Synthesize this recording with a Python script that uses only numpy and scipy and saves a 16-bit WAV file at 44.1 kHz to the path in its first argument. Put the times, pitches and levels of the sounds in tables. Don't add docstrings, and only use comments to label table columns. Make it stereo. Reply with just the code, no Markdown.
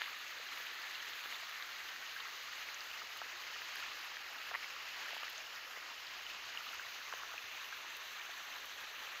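import sys
import numpy as np
from scipy import signal
from scipy.fft import rfft, irfft, next_fast_len
from scipy.io import wavfile
from scipy.ndimage import map_coordinates

SR = 44100
rng = np.random.default_rng(int(sys.argv[2]) if len(sys.argv) > 2 else 0)


def to_wav(sig):
    pcm = np.clip(np.atleast_2d(sig), -1, 1) * 32767
    pcm = np.round(pcm).astype(np.int16)
    wavfile.write(sys.argv[1], SR, pcm.T)


N = 405719


def from_db(db):
    return 10 ** (np.asarray(db) / 20)


def rms_one(x):
    return x / np.sqrt(np.mean(x ** 2) + 1e-20)


def at_hz(rows, hz):
    f, *columns = np.transpose(rows)
    return [np.interp(np.log(hz + 1), np.log(f), column) for column in columns]


def in_time(rows):
    s, *columns = np.transpose(rows)
    return [np.interp(np.arange(N) / SR, s, column) for column in columns]


def drift(rate_hz):
    pole = np.exp(-40 * np.pi * rate_hz / SR)
    noise = rng.standard_normal(N // 20 + 4002)
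    slow = signal.lfilter([1], [1, -2 * pole, pole * pole], noise)[4000:]
    return np.interp(np.arange(N) / 20, np.arange(len(slow)), rms_one(slow))


def filtered(x, response):
    size = next_fast_len(N + 4096)
    hz = np.arange(size // 2 + 1) * SR / size
    return irfft(rfft(x, size) * response(hz), size)[..., :N]


def add_ring(out, at_s, peak_db, hz, rise_s):
    t = np.arange(int(12 * rise_s * SR)) / SR
    envelope = from_db(peak_db) * t / rise_s * np.exp(1 - t / rise_s)
    ring = envelope * np.sin(2 * np.pi * hz * t)
    start = round(at_s * SR)
    out[start:start + len(t)] += ring[:N - start]


# frequency in Hz, density in dB per Hz.
RUMBLE_COLOUR = [(24, -24), (45, -10), (65, 5), (115, 3), (160, -23), (400, 2)]
# time in seconds, level in dB at the right port.
RUMBLE_LEVEL = [(0, -76.5), (2.2, -77), (3.5, -73), (5, -81), (6, -75), (7.2, -73.5), (8.2, -77),
                (9.2, -77)]


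def rumble():
    noise = rng.standard_normal((2, N))
    low = filtered(noise, lambda hz: from_db(at_hz(RUMBLE_COLOUR, hz)[0]) * (hz < 500))
    return from_db(in_time(RUMBLE_LEVEL)[0]) * rms_one(low) * from_db([[-10.5], [0]])


# time in seconds, centre pitch in Hz,
# centre peak level in dB at the right port.
MOTORBIKE_NOTE = [(0, 62, -96), (4.2, 66, -90), (4.6, 66, -82), (5.4, 65, -80), (5.8, 53, -90),
                  (6.25, 57, -77), (6.6, 58, -86), (7.3, 63, -83), (8.1, 64, -82), (8.4, 65, -88),
                  (9.2, 66, -83)]


def engine_hum():
    hz, level_db = in_time(MOTORBIKE_NOTE)
    wavering_hz = hz * (1 + 0.0202 * drift(2.6))
    phase = 2 * np.pi * np.cumsum(wavering_hz) / SR
    return from_db(level_db + 3.5 * drift(3.3)) * np.sin(phase) * from_db([[-10.5], [0]])


# start in seconds, starting noise level in dB before the high-pass.
TICK_HITS = [(0.188, -48), (0.5636, -50), (0.5831, -45), (1.3139, -48), (2.7422, -58), (3.1727, -42),
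             (3.756, -39), (4.0138, -50), (5.0604, -48), (5.2984, -44), (5.3774, -62), (6.7251, -51),
             (7.9678, -41), (8.6567, -41)]
TICK_T60_S, TICK_LOW_HZ = 0.013, 9850


def ticks():
    out = np.zeros((2, N))
    decay_db = -60 * np.arange(400) / SR / TICK_T60_S
    for s, peak_db in TICK_HITS:
        start = round(s * SR)
        out[:, start:start + 400] += rng.standard_normal((2, 400)) * from_db(peak_db + decay_db)
    return signal.sosfilt(signal.butter(3, TICK_LOW_HZ, "high", fs=SR, output="sos"), out)


# start in seconds, peak in dB at the right port.
METAL_TOUCHES = [(5.289, -51), (5.297, -44), (6.74, -48)]
PING_HZ, PING_RISE_S, PING_LEFT_DB = 13250, .002, -17


def pings():
    ping = np.zeros(N)
    for s, peak_db in METAL_TOUCHES:
        add_ring(ping, s, peak_db, PING_HZ, PING_RISE_S)
    return ping * from_db([[PING_LEFT_DB], [0]])


PEBBLE_SPREAD_DB = 2.5
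PEBBLE_CYCLES = 4.7


def pebbles(start_s, length_s, per_s, mean_db, low_hz, high_hz, cycles=PEBBLE_CYCLES):
    when, size, pitch = rng.random((round(per_s * length_s), 3)).T
    hz = low_hz * (high_hz / low_hz) ** pitch
    peak_db = mean_db + at_hz(RIGHT_PORT_COLOUR, hz)[0] + PEBBLE_SPREAD_DB * (2 * size - 1)
    return np.transpose([start_s + when * length_s, peak_db, hz, cycles * np.sqrt(hz / 1000)])


# start in seconds, length in seconds,
# mean peak in dB before the port's colour.
GRAVEL_CRUNCHES = [(4.508, .026, -38), (5.756, .16, -41)]


def small_hits():
    stones = pebbles(0, N / SR, per_s=10, mean_db=-43, low_hz=870, high_hz=4370)
    bubbles = pebbles(0, N / SR, per_s=120, mean_db=-44, low_hz=1058, high_hz=4730, cycles=11)
    runs = [pebbles(s, length_s, per_s=160, mean_db=db, low_hz=634, high_hz=2370)
            for s, length_s, db in GRAVEL_CRUNCHES]
    return np.vstack([stones, bubbles, *runs])


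# start in seconds, peak in dB of the main ring at the right port
# before echoes and band-pass, pitch in Hz, cycles near the peak.
STONE_POPS = [(.012, -23, 1800, 1.7), (.0179, -17.5, 1710, 2.2), (.0181, -25, 3200, 3.5),
              (.0203, -27, 2000, 3), (.028, -31, 1950, 5), (.072, -41, 1700, 6), (.081, -31.5, 1250, 5),
              (.13, -32, 2270, 6), (.0415, -34, 3470, 7.4), (.369, -39, 525, 2), (.3858, -34, 3900, 4),
              (.398, -34, 533, 2), (.465, -32.5, 1710, 11), (.6021, -27, 1260, 1.1), (.669, -28, 2930, 4.7),
              (.7625, -43, 4130, 5), (.9095, -33, 1900, 9), (.947, -35, 3450, 6), (.9495, -33, 4080, 10),
              (.954, -37, 2750, 20), (.962, -41, 3960, 5), (1.0025, -34, 3100, 9), (1.025, -33, 1880, 13),
              (1.0783, -42, 5170, 4), (1.134, -34, 3620, 5), (1.2586, -23, 1590, 1.2),
              (1.325, -25.5, 2020, 3.7), (1.345, -33, 3620, 11), (1.417, -38, 4480, 5),
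              (1.4295, -39, 4650, 5), (1.5128, -36, 3700, 5), (1.6235, -26, 1870, 3),
              (1.6249, -29, 3900, 5), (1.962, -28.5, 1780, 3.2), (2.0653, -29, 2810, 3.5),
              (2.163, -31, 1630, 12), (2.1435, -38, 1950, 4), (2.2015, -40, 3950, 10),
              (2.2045, -33, 3100, 5), (2.2065, -35, 3600, 7.4), (2.2505, -34, 2100, 9),
              (2.254, -34, 1290, 9.8), (2.2705, -34, 1550, 7), (2.688, -28, 2160, 4.7),
              (2.284, -33, 1930, 4.3), (2.7448, -32.5, 6450, 8.4), (2.8066, -30, 4600, 4.6),
              (2.914, -34, 2650, 6.5), (3.0175, -31, 1260, 6.6), (3.2165, -24.5, 815, 2.5),
              (3.2165, -25.5, 1350, 3), (3.2225, -30, 1150, 2.8), (3.2428, -37, 1750, 7),
              (3.268, -32, 1590, 3), (3.4796, -31, 1730, 3.6), (3.5614, -30.5, 1350, 5.3),
              (3.619, -24.5, 1880, 2), (3.7515, -37, 2450, 8), (3.757, -31, 1600, 5), (3.769, -35, 1750, 9),
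              (3.7672, -35, 4650, 5), (3.784, -31, 1730, 4.1), (3.8125, -37, 2450, 6),
              (3.8325, -35, 2600, 8), (3.8335, -37, 3050, 8), (3.837, -33, 2000, 9), (3.84, -34, 1150, 4),
              (3.846, -34, 2350, 8), (3.852, -36, 2580, 10), (3.863, -33, 1800, 8), (3.863, -36, 2840, 4),
              (3.9203, -38, 3530, 5), (3.934, -35, 4390, 5), (4.0465, -36, 3790, 5), (3.8255, -30, 1420, 8),
              (4.1687, -27, 1790, 5), (4.5114, -25, 1400, 2.5), (4.5137, -31, 700, 4.6),
              (4.5177, -28, 1150, 1.8), (4.5232, -35, 860, 2), (4.5371, -28, 1350, 2),
              (4.5395, -31, 1500, 2), (4.5413, -29, 1100, 2.6), (4.5417, -24, 2000, 4),
              (4.5447, -33, 1900, 2.1), (4.5458, -25, 1140, 2.7), (4.5492, -34, 700, 2),
              (4.5568, -24, 1200, 2.4), (4.5515, -23.5, 1150, 2.8), (4.549, -22.5, 1890, 8),
              (4.5569, -23, 1980, 4), (4.629, -26, 2050, 2.3), (4.644, -28, 2130, 5.1),
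              (4.7642, -30.5, 1200, 4.3), (5.0556, -32, 1750, 6.6), (5.0605, -33, 1440, 8),
              (5.0675, -31, 1260, 3.4), (5.079, -36, 680, 3.2), (5.0826, -31, 1890, 6),
              (5.09, -32, 1550, 5), (5.0955, -34, 600, 1.7), (5.1068, -31, 950, 3), (5.1072, -28, 2760, 4),
              (5.1172, -36, 2840, 4), (5.1285, -33, 1940, 4), (5.1315, -31, 724, 2.7),
              (5.145, -30, 1890, 2.7), (5.146, -35, 2840, 4), (5.1663, -24.5, 900, 1.9),
              (5.173, -37, 3050, 8), (5.1785, -34, 2950, 6.5), (5.2275, -36, 1220, 7),
              (5.2324, -30, 2800, 7.7), (5.2318, -28.5, 1200, 4), (5.231, -37, 630, 3.3),
              (5.2806, -31, 1890, 6.8), (5.5602, -36, 4650, 5), (5.3796, -33.5, 6500, 11),
              (5.773, -31.5, 543, 1.3), (5.827, -34, 1540, 4.6), (5.889, -32, 970, 3.1),
              (6.0695, -30, 4300, 3), (6.265, -33, 2960, 13), (6.302, -35, 2950, 8.1),
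              (6.5506, -29, 1250, 2.7), (6.5733, -26.5, 2880, 10), (6.6065, -33, 1300, 6.4),
              (6.6668, -31, 1250, 8.7), (6.69, -31, 2750, 5.4), (6.7315, -32.5, 1340, 8),
              (6.7955, -29, 1500, 7.1), (6.865, -34, 1910, 11), (7.015, -35, 1450, 8.8),
              (7.1248, -27, 1500, 5.1), (7.126, -27, 1070, 6.9), (7.136, -34, 2900, 5),
              (7.1372, -26, 1650, 3), (7.1373, -24, 716, 1.6), (7.22, -33, 1090, 7.5),
              (7.234, -24.5, 1350, 3.1), (7.3204, -29, 1300, 2.6), (7.3408, -30, 800, 2),
              (7.3795, -27.5, 2560, 8.8), (7.847, -31, 1020, 3.8), (7.655, -36, 2850, 6.3),
              (7.725, -34, 1550, 10), (7.9505, -32, 2700, 8), (8.195, -34, 2340, 10), (8.211, -35, 2450, 9),
              (8.2165, -37, 2750, 9), (8.217, -38, 3200, 7), (8.293, -34, 750, 3.5),
              (9.0749, -28, 1130, 1.2)]
# delay in seconds, level in dB.
TRACK_ECHOES = [(.0024, -34), (.0043, -20.5)]
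LEFT_LAG_S = .0001
LEFT_SHADOW_SHARE = 0.92


def pops():
    out = np.zeros((2, N))
    for s, peak_db, hz, cycles in np.vstack([STONE_POPS, small_hits()]):
        rise_s = 0.25 * cycles / hz
        left_db = peak_db + LEFT_SHADOW_SHARE * at_hz(LEFT_PORT_SHADOW, hz)[0]
        for port, (at_s, port_db) in enumerate(((s + LEFT_LAG_S, left_db), (s, peak_db))):
            add_ring(out[port], at_s, port_db, hz, rise_s)
            add_ring(out[port], at_s, port_db - 20 - hz / 180, 1.69 * hz, rise_s)
    echoes = sum(from_db(db) * np.roll(out, round(lag_s * SR), axis=1) for lag_s, db in TRACK_ECHOES)
    band = signal.butter(3, [350, 7000], "band", fs=SR, output="sos")
    return signal.sosfilt(band, out + echoes) * [[-1], [1]]


GRIT_PER_S, GRIT_CYCLES = 2500.0, 7.2
GRIT_SHARE = 0.11


def grainy_noise(surge, spread_db):
    born = rng.random(N) < GRIT_PER_S * surge / SR
    size_db = spread_db * np.minimum(rng.exponential(1, N), 4.0)
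    grains = born * from_db(size_db) * rng.choice([-1, 1], N)
    pitch_index = (16 * rng.random(N) ** .6).astype(int)
    grit = 0
    for k, hz in enumerate(np.geomspace(380, 14500, 16)):
        r = from_db(-60 * hz / (GRIT_CYCLES * SR))
        mode = [(1 - r * r) / 2, 0, (r * r - 1) / 2, 1, -2 * r * np.cos(2 * np.pi * hz / SR), r * r]
        ring = signal.sosfilt([mode, mode], grains * (pitch_index == k) + 1e-18)
        grit = grit + (hz / 3000) ** -.12 * ring
    return np.sqrt(1 - GRIT_SHARE) * rng.standard_normal(N) + np.sqrt(GRIT_SHARE) * rms_one(grit)


# frequency in Hz, density in dB per Hz.
RIGHT_PORT_COLOUR = [(200, -22.5), (400, -9.5), (800, -4), (1250, 0.4), (1500, -1), (1850, -0.06),
                     (2300, -3), (2950, 0), (3300, -3.5), (4000, -6.5), (5200, -12.5), (6500, -14.5),
                     (7500, -27), (8800, -50.5), (10300, -41.5), (11800, -24.5), (15500, -25)]
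MIDDLE_FLICKER_DB, OUTER_FLICKER_DB = .85, 1.65


def rush(level_db, low_db, bright_db, upper_db, treble_db):
    crunch = drift(30)
    raw = np.array([grainy_noise(from_db(1.8 * crunch), spread_db=3.5) for _ in range(2)])
    size = next_fast_len(N)
    hz = np.arange(size // 2 + 1) * SR / size
    spectrum = rfft(raw, size) * from_db(at_hz(RIGHT_PORT_COLOUR, hz)[0])
    octave = np.clip(np.log2(hz / 250 + 1e-9), -1, 6.5)
    out = 0
    for k in np.arange(-1, 7, .5):
        window = np.cos(np.pi * np.clip(octave - k, -.5, .5)) ** 2
        colour_db = low_db * (k < 2.2) + treble_db * (k > 4.8)
        colour_db = colour_db + bright_db * (3.2 < k < 4.2) + upper_db * (k == 4.5)
        patchy_db = MIDDLE_FLICKER_DB if 2.2 < k < 4.8 else OUTER_FLICKER_DB
        flicker_db = 0.49 * crunch + patchy_db * drift(17)
        out = out + from_db(colour_db + flicker_db) * irfft(spectrum * window, size)[:, :N]
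    return from_db(level_db) * rms_one(out)


# frequency in Hz, gain in dB, likeness from 0 to 1, phase lead in rad.
LEFT_PORT_SHADOW = [(100, -11.5, 0.45, 3.4), (229, -8, 1, 1.73), (403, -4, 0.95, 2.65),
                    (1030, -6.5, 0.82, 2.7), (1380, -10, .7, 2.8), (1720, -13.5, .3, 1.7),
                    (2070, -11, .5, .95), (2410, -8, .75, 1.4), (2760, -6.5, .85, 1.9),
                    (3100, -6.5, .8, 2.5), (3450, -7.5, .55, 3.2), (3800, -8, .45, 4.3),
                    (4480, -7, .4, 6.4), (5170, -.5, .55, 8.2), (5860, -1, .45, 9.8), (6550, -1, .4, 12.1),
                    (7240, 3, .2, 15.3), (8300, 9, .1, 19), (10300, 13.5, 0.1, 26), (11360, 1.5, 0.1, 30)]


def left_port(shared, own):
    def shadow(hz, part):
        gain_db, alike, lead = at_hz(LEFT_PORT_SHADOW, hz)
        mix = (alike, np.sqrt(1 - alike ** 2))[part]
        return from_db(gain_db) * np.exp(1j * lead) * mix
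    return filtered(shared, lambda hz: shadow(hz, 0)) + filtered(own, lambda hz: shadow(hz, 1))


def heading(ports, shading, share):
    turned = filtered(ports, lambda hz: from_db(at_hz(shading, hz)[::-1]))
    return ports + np.clip(share, 0, 1) * (turned - ports)


# time in seconds, level in dB before the headings' colours,
# lift of the 2.5-4 kHz wash in dB, lift of the 4.5-7 kHz wash in dB.
RUSH_CURVE = [(0, -39, -0.5, -5.5), (.3, -40, -1, -2), (.6, -39, -1, -2.5), (1.3, -39, -0.5, -3),
              (1.9, -40, -1.5, -0.5), (2.6, -40, 0.5, 0.67), (3.2, -40.5, -1.5, 1), (3.8, -39.5, 1.5, 0.69),
              (4.3, -40.5, -1.5, 0), (4.7, -41, 0.5, 1.3), (5.1, -39.5, 0.5, -0.0067),
              (5.4, -41.5, 0.5, 1.7), (5.65, -42, -3, 0.5), (6, -42, 0, 1.7), (6.7, -41, 1.5, 2.2),
              (7.1, -41, 3.2, 2.5), (7.5, -41, 6.5, -0.8), (8.3, -41, 5.5, -1.8), (9.2, -40.5, 6, -2.5)]
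# time in seconds,
# extra lag in microseconds.
TURN_LAG = [(0, -1), (2.6, -5), (4.8, 16), (6.1, 22), (6.7, -1), (8, -34), (9.2, -40)]
# frequency in Hz, right gain in dB, left gain in dB.
ALONG_BANK = [(900, 0, 1), (1250, -0.5, -1), (1500, -.5, 0), (1850, 1.5, -4), (2300, 0, 1.5),
              (2950, -0.5, -1), (3480, 1.5, 0), (4500, 0.8, 1.2)]
# frequency in Hz,
# right gain in dB, left gain in dB.
TOWARDS_WATER = [(940, -1, -1.5), (1400, 0, -5.5), (1750, 0.5, 0), (2100, -0.5, 2), (2750, -4.5, -4),
                 (3200, -5.5, -8), (3870, -5.5, -6), (4520, -7.5, -2.5), (5230, 0, -0.5), (6000, 2, 1),
                 (7900, -0.5, 0)]
FIRST_END_S, FIRST_FADE_S = 3, 1.5
SWING_START_S, SWING_LENGTH_S = 6.66, 0.69
LOW_RISE_DB_PER_S, TREBLE_RISE_DB_PER_S = 0.4, 0.23


def water_and_grit():
    level_db, bright_db, upper_db = in_time(RUSH_CURVE)
    s = np.arange(N) / SR
    from_middle_s = s - N / 2 / SR
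    low_db, treble_db = LOW_RISE_DB_PER_S * from_middle_s, TREBLE_RISE_DB_PER_S * from_middle_s
    shared, own = rush(level_db, low_db, bright_db, upper_db, treble_db)
    lag = in_time(TURN_LAG)[0] * 1e-6 * SR
    left = map_coordinates(left_port(shared, own), [np.arange(N) - lag], order=5, mode="mirror")
    water = heading(np.array([left, shared]), ALONG_BANK, (FIRST_END_S - s) / FIRST_FADE_S)
    return heading(water, TOWARDS_WATER, (s - SWING_START_S) / SWING_LENGTH_S)


def scene():
    return rumble() + engine_hum() + ticks() + pings() + pops() + water_and_grit()


def record(dry):
    return signal.sosfilt(signal.ellip(12, .5, 80, 15600, fs=SR, output="sos"), dry)


dry = scene()
out = record(dry)
to_wav(out)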